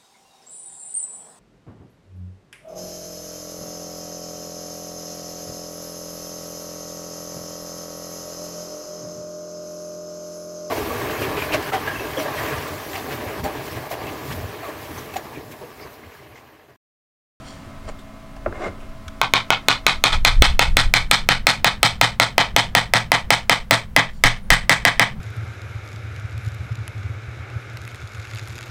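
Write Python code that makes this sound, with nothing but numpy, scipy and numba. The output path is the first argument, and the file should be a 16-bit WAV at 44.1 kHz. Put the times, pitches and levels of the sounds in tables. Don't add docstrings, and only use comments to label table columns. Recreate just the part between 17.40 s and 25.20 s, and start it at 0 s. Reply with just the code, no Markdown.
import sys
import numpy as np
from scipy import signal
from scipy.fft import rfft, irfft
from scipy.io import wavfile
from scipy.ndimage import uniform_filter1d
from numba import njit

SR = 44100
rng = np.random.default_rng(int(sys.argv[2]) if len(sys.argv) > 2 else 0)


def volts_from_decibels(level):
    exponent = np.asarray(level, float) / 20
    return 10 ** exponent


def int16_out(signal):
    q = np.round(np.clip(np.atleast_2d(signal).T, -1, 1) * 32767)
    wavfile.write(sys.argv[1], SR, q.astype(np.int16))


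N = 343980
TIME = np.arange(N) / SR

# t/s, strength level/dB, depth level/dB, brightness level/dB
SIDE_BLOWS = [
    (1.8154, -16.5, 6, -5),
    (1.9371, -5.5, -18, -0.5),
    (2.1044, -8.5, 8, -20.5),
    (2.2847, -4.5, -8, 8),
    (2.466, -3, -5, 8.5),
    (2.6394, -1.5, 3, 8),
]
# t/s, strength level/dB, depth level/dB, brightness level/dB
END_BLOWS = [(2.8495, 2, -5, 9.5), (3.022, 2, 0, 12), (3.1934, 0, 6.5, 8.5), (3.3695, -1, -6, 12),
             (3.5389, 1.5, -5, 9.5), (3.7127, 2.5, -6, 12), (3.889, 1.5, -7, 4.5), (4.0689, 3.5, 2.5, 13.5),
             (4.2454, 2.5, 0, 5.5), (4.4303, 5, -0.5, 12), (4.6131, 5, 3, 9.5), (4.7992, 3.5, 9, 9),
             (4.9808, 4.5, 4.5, 2.5), (5.1638, 4, 2.5, 9), (5.3509, 3.5, 4.5, 9.5), (5.537, 4, 3, 9),
             (5.7186, 1, 3.5, 7), (5.9053, 5.5, 3, 10), (6.0961, 5.5, 2, 8), (6.3098, 6.5, 4.5, 10.5),
             (6.564, 12, -3, -1.5), (6.8383, 12.5, -11, 7), (7.104, 11.5, -8.5, 9.5),
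             (7.2951, 10.5, -7.5, 9.5), (7.4516, 6, -5, 5.5), (7.5959, 7, -6, 2)]
BALANCE_HZ = [700, 1600, 3100, 4200]
# f/Hz, level/dB with the joint open, level/dB with it seated, t60/s
TIMBER = [(520, -32, -77, 0.005), (712, -29, -5, 0.034), (907, -1.5, -0.5, 0.012), (1180, -15, 1, 0.0085),
          (1340, 1.5, -15.5, 0.018), (1503, -4.5, -27.5, 0.045), (1796, -6.5, -3.5, 0.01),
          (2020, -2.5, 7.5, 0.0096), (2220, 5.5, -6.5, 0.016), (2435, 8, -9.5, 0.012),
          (3085, 9, 0.5, 0.0063), (3517, 10.5, -10, 0.005), (4090, -7.5, -31.5, 0.021),
          (4690, -82, -28, 0.0039)]
# f/Hz, level/dB, rise/s, t60/s
BENCH = [(115.7, -5, .018, .16), (161, -12, 0.013, 0.16), (208.5, -16.5, 0.012, 0.17),
         (280, -9, 0.011, 0.1063)]
# t/s, level/dB, swing f/Hz, t60/s
JOLTS = [
    (6.843, 5, 19, 0.27),
    (7.106, 6, 28, 0.2),
]
# t/s, peak level/dB, f/Hz, t60/s, brightness level/dB
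KNOCKS = [(0.26, -28.5, 98, 0.095, -49), (.49, -28.5, 630, 0.049, -27), (0.586, -42, 3500, 0.16, -20),
          (1.4, -43, 2680, 0.3, -30), (.962, -32, 710, 0.034, -6), (1.058, -10, 578, 0.019, -42),
          (1.059, -16.5, 344, 0.087, -40), (1.059, -23, 83, 0.19, -50), (1.121, -21.5, 420, 0.035, -40),
          (1.25, -24.5, 84, 0.14, -50), (1.639, -28.5, 70, 0.087, -50), (1.678, -26, 1430, 0.026, 2)]
# loudest t/s, swell/(dB/s), fade/(dB/s), rub level/dB, rasp level/dB
SLIDES = [
    (.08, 244, 137, -48, -45),
    (.49, 445, 700, -32.5, -46),
    (.6, 300, 400, -52, -64),
    (1.17, 117, 69, -38.5, -66.5),
    (1.262, 200, 450, -22.5, -45),
    (1.43, 300, 250, -43.5, -71),
    (6.75, 400, 202, -70, -55),
]
# f/Hz, width f/Hz, level/dB
RUB = [(380, 106, 9.5), (550, 155, 7), (970, 220, -5.5), (1350, 200, -26), (1740, 57, -11), (2117, 29, -3)]
RASP = [(3170, 210, 3.5), (4500, 450, 2.5), (5570, 230, 1.5), (7200, 520, 1.5), (8850, 310, 1)]
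# f/Hz, level/dB, t60/s
SHED = [(216, 7, 0.16), (380, -32.5, 0.21), (640, -19.5, 0.039), (960, 3, 0.12), (2160, -10, 0.16),
        (4650, -3.5, 0.14), (7500, -12, 0.13), (13700, -28, 0.16)]
# delay t/s, level/dB
ECHOES = [(.021, -19), (.029, -18), (.034, -20), (.043, -22)]
# t/s, level/dB
WIND = [(0, -53), (.5, -36.5), (.75, -46.5), (1.1, -34.5), (1.65, -39), (2.15, -41), (2.55, -29),
        (2.69, -31), (2.74, -16.5), (3.03, -8), (3.18, -17.5), (3.42, -12.5), (3.55, -19.5), (4.1, -28),
        (4.6, -45), (5.5, -57), (6.15, -34.5), (7.8, -37.5)]
# start t/s, length/s, f/Hz, level/dB
INSECT = [
    (6.947, 0.063, 9200, -65),
    (7.01, .08, 9400, -61),
]
# f/Hz, level/dB per Hz
AIR = [
    [(47, -9), (90, -2), (300, -14), (440, -24.5), (650, -13), (860, -21.5), (1150, -18.5), (16000, -47)],
    [(45, 17), (100, 10), (215, 6.5), (280, -7.5), (470, -12.5), (1500, -15.5), (5000, -33), (16000, -59.5)],
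]
AIR_DB = [-41.5, -34]
# f/Hz, level/dB
MOTOR = [
    [(108, -75.5), (163, -75), (215.3, -48.5), (274, -50.5), (404, -65), (544, -64), (651.4, -53.5),
     (1023, -57.5), (1141, -62), (1297, -58), (2126, -63)],
    [(108, -76), (215, -51), (510, -65)],
]

STANCES = 4
GAP_HZ, GAP_DB, GAP_T60_S, GAP_LOSS_DB = 1079, 10, 0.012, 4
HOME_HZ, HOME_DB, HOME_T60_S, HOME_GAIN_DB = 2255, 0, .018, 4
STEEL_HZ, STEEL_DB, STEEL_T60_S = 8120, -9.5, 0.003
GUST_DB, GUST_PER_S = 1.8, 12
MOVE_S, CATCH_UP_S = 2.72, .04
HISS_DB, OVERLOAD, RELEASE_S = -63, 2.4, .045


def colour(x, points):
    hz, db = np.transpose(points)
    bins = np.maximum(np.fft.rfftfreq(len(x), 1 / SR), 1)
    y = irfft(rfft(x) * volts_from_decibels(np.interp(np.log(bins), np.log(hz), db)), len(x))
    return y / np.std(y)


def band(x, hz, width_hz):
    return signal.lfilter(*signal.iirpeak(hz, hz / width_hz, fs=SR), x)


def filtered(x, order, hz, kind="low"):
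    return signal.sosfilt(signal.butter(order, hz, kind, fs=SR, output="sos"), x)


def walk(rate):
    k = int(SR / rate)
    held = np.repeat(rng.standard_normal(N // k + 1), k)
    return 1.3 * uniform_filter1d(uniform_filter1d(held, k), k)[:N]


def fade(t, t60):
    return volts_from_decibels(-60 * t / np.maximum(t60, 1e-3))


def ring(t, hz, db, t60):
    return volts_from_decibels(db) * np.sin(2 * np.pi * hz * t) * fade(t, t60)


def add(out, s, x):
    i = int(s * SR)
    out[i:i + len(x)] += x[:len(out) - i]


def hammer():
    strikes = SIDE_BLOWS + END_BLOWS
    count = len(strikes)
    blows, thud = np.zeros((STANCES, N)), np.zeros(N)
    t, long = TIME[:SR // 8], TIME[:SR // 3]
    hz, open_db, seated_db, t60 = np.transpose(TIMBER)[:, :, None]
    chance = rng.standard_normal((count, 2, len(hz), 1))
    crack = .15 * rng.standard_normal((count, len(t)))
    crack[:, 0] = -1.38
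    gap = ring(t, GAP_HZ, GAP_DB, GAP_T60_S)
    home = ring(t, HOME_HZ, HOME_DB, HOME_T60_S)
    steel = -volts_from_decibels(STEEL_DB) * np.cos(2 * np.pi * STEEL_HZ * t) * fade(t, STEEL_T60_S)
    bench = np.array([ring(long, f, db, d) * (1 - np.exp(-long / rise)) ** 2 for f, db, rise, d in BENCH])
    sway = volts_from_decibels(2.5 * rng.standard_normal((count, len(BENCH))))
    for k, (s, db, deep_db, bright_db) in enumerate(strikes):
        seat = k / (count - 1)
        tilt_db = np.interp(np.log(hz), np.log(BALANCE_HZ), [deep_db, 0, 0, bright_db])
        gain_db = open_db + seat * (seated_db - open_db) + tilt_db
        pitch = hz * (1 + .018 * chance[k, 1])
        timber = ring(t, pitch, gain_db + 1.5 * chance[k, 0], t60).sum(axis=0)
        snap = volts_from_decibels(-1 + bright_db) * crack[k] * fade(t, 0.004)
        joint = volts_from_decibels(-GAP_LOSS_DB * k) * gap + volts_from_decibels(HOME_GAIN_DB * (k - 2 - count)) * home
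        head = volts_from_decibels(bright_db) * steel
        add(blows[k % STANCES], s, volts_from_decibels(db + 6) * (timber + snap + joint + head))
        add(thud, s, volts_from_decibels(db) * sway[k] @ bench)
    for s, db, swing_hz, d in JOLTS:
        add(thud, s, ring(long, swing_hz, db, d))
    return filtered(blows, 3, 540, "high"), thud


def knocks():
    out, t = np.zeros(N), TIME[:SR // 8]
    for s, db, hz, t60, bright_db in KNOCKS:
        tap = rng.standard_normal(len(t)) * fade(t, t60)
        body = 0
        for ratio, mode_db in [(1.0, 13), (1.6, -4.5), (2.3, 0), (3.7, -4.5)]:
            f = ratio * hz
            body = body + volts_from_decibels(mode_db) * band(band(band(tap, f, 0.39 * f), f, 0.4 * f), f, 0.39 * f)
        click = volts_from_decibels(bright_db) * band(tap, 2500, 2700)
        add(out, s + 0.0024, volts_from_decibels(db) * (body / np.abs(body).max() + click))
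    return out


def slides():
    out = np.zeros(N)
    grains = rng.standard_normal(N) * volts_from_decibels(3.0 * rng.exponential(size=N)) * volts_from_decibels(1.5 * walk(80))
    grains = band(grains, 2500, 7200)
    layers = []
    for peaks in (RUB, RASP):
        layer = sum(volts_from_decibels(db) * band(band(grains, f, 2 * w), f, 2 * w) for f, w, db in peaks)
        layers.append(layer / np.std(layer))
    for s, swell, drop, *levels in SLIDES:
        push = volts_from_decibels(-np.maximum(swell * (s - TIME), drop * (TIME - s)))
        for layer, db in zip(layers, levels):
            out += volts_from_decibels(db) * layer * push
    return out


def shed():
    t = TIME[:SR // 2]
    hz, db, t60 = np.transpose(SHED)
    tail = 0
    for f in 200 * 2 ** np.arange(0, 6.6, .5):
        band_db, band_t60 = [np.interp(np.log(f), np.log(hz), column) for column in (db, t60)]
        noise = band(rng.standard_normal(len(t)), f, f / 2.12)
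        tail = tail + volts_from_decibels(band_db) * noise * fade(np.maximum(t - .035, 0), band_t60)
    grain = volts_from_decibels(2.2 * walk(500)[:len(t)])
    response = volts_from_decibels(-40.5) * tail * grain * (1 - np.exp(-t / 0.00077))
    for delay, echo_db in ECHOES:
        smear = band(rng.standard_normal(SR // 100), 2500, 5000) * fade(t[:SR // 100], .005)
        add(response, delay, volts_from_decibels(echo_db - 13) * smear)
    return response


def heard(blows, hands):
    total = blows.sum(axis=0) + volts_from_decibels(-8.5) * hands
    near = filtered(total, 1, 900, "high")
    places = [near + signal.fftconvolve(total, shed())[:N] + air(place) for place in range(2)]
    for track in blows:
        places = places + volts_from_decibels(-1.5) * signal.fftconvolve(track, shed())[:N]
    return places


def wind():
    s, db = np.transpose(WIND)
    deep_points = [(4, -81), (12, 6.5), (25, 0.5), (40, -6), (60, -21), (200, -100)]
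    deep = colour(rng.standard_normal(N), deep_points)
    deep /= np.sqrt(uniform_filter1d(deep ** 2, SR // 8))
    upper_points = [(25, -71.0), (55, 4.5), (90, -12), (160, -18.5), (500, -58)]
    upper = colour(rng.standard_normal(N), upper_points)
    gust = volts_from_decibels(np.interp(TIME, s, db) + GUST_DB * walk(GUST_PER_S))
    return gust * (deep + upper * volts_from_decibels(-12.5 + 2.9 * walk(32)))


def insect():
    out = np.zeros(N)
    for s, length, hz, db in INSECT:
        size = int(length * SR)
        whistle = band(rng.standard_normal(size), hz, 90)
        add(out, s, volts_from_decibels(db) * np.hanning(size) * whistle / np.std(whistle))
    return out


def air(place):
    wash = colour(rng.standard_normal(N), AIR[place]) * volts_from_decibels(AIR_DB[place] + 1.5 * walk(3))
    for hz, db in MOTOR[place]:
        phase = 2 * np.pi * np.cumsum(hz * (1 + .0025 * walk(10))) / SR
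        wash += np.sqrt(2) * volts_from_decibels(db + 1.2 * walk(7.0)) * np.sin(phase)
    return wash


def scene():
    blows, thud = hammer()
    hands = knocks() + slides()
    first, second = heard(blows, hands)
    before_blow = TIME < END_BLOWS[0][0] - .004
    second = np.where(before_blow, np.roll(second, int(CATCH_UP_S * SR)), second)
    later = np.clip((TIME - MOVE_S) / .012, 0, 1)
    places = first + later * (second - first)
    return (places + 0.7 * hands + thud + wind() + insect())[None]


@njit
def duck(x, key, top, slope, attack, release):
    y, level = np.empty(len(x)), 0.
    for i in range(len(x)):
        size = abs(key[i])
        level += (size - level) * (attack if size > level else release)
        y[i] = x[i] * min(1., top / (level + 1e-9)) ** slope
    return y


def band_limit(x):
    return signal.sosfilt(signal.butter(12, 16450, fs=SR, output="sos"), x)


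def record(dry):
    x = filtered(dry[0], 2, 11000)
    low = filtered(x, 2, 60)
    hiss = volts_from_decibels(HISS_DB) * rng.standard_normal(N)
    x = low + np.clip(x - low + hiss, -OVERLOAD, OVERLOAD)
    key = filtered(x, 2, 150, "high")
    x = duck(x, key, volts_from_decibels(-10.5), 0.9, 1 / (0.0021 * SR), 1 / (RELEASE_S * SR))
    top_cut = signal.butter(16, 16250, fs=SR, output="sos")
    x = signal.sosfiltfilt(top_cut, np.clip(x, -.96, .96))
    return band_limit(x[None])


dry = scene()
out = record(dry)
int16_out(out)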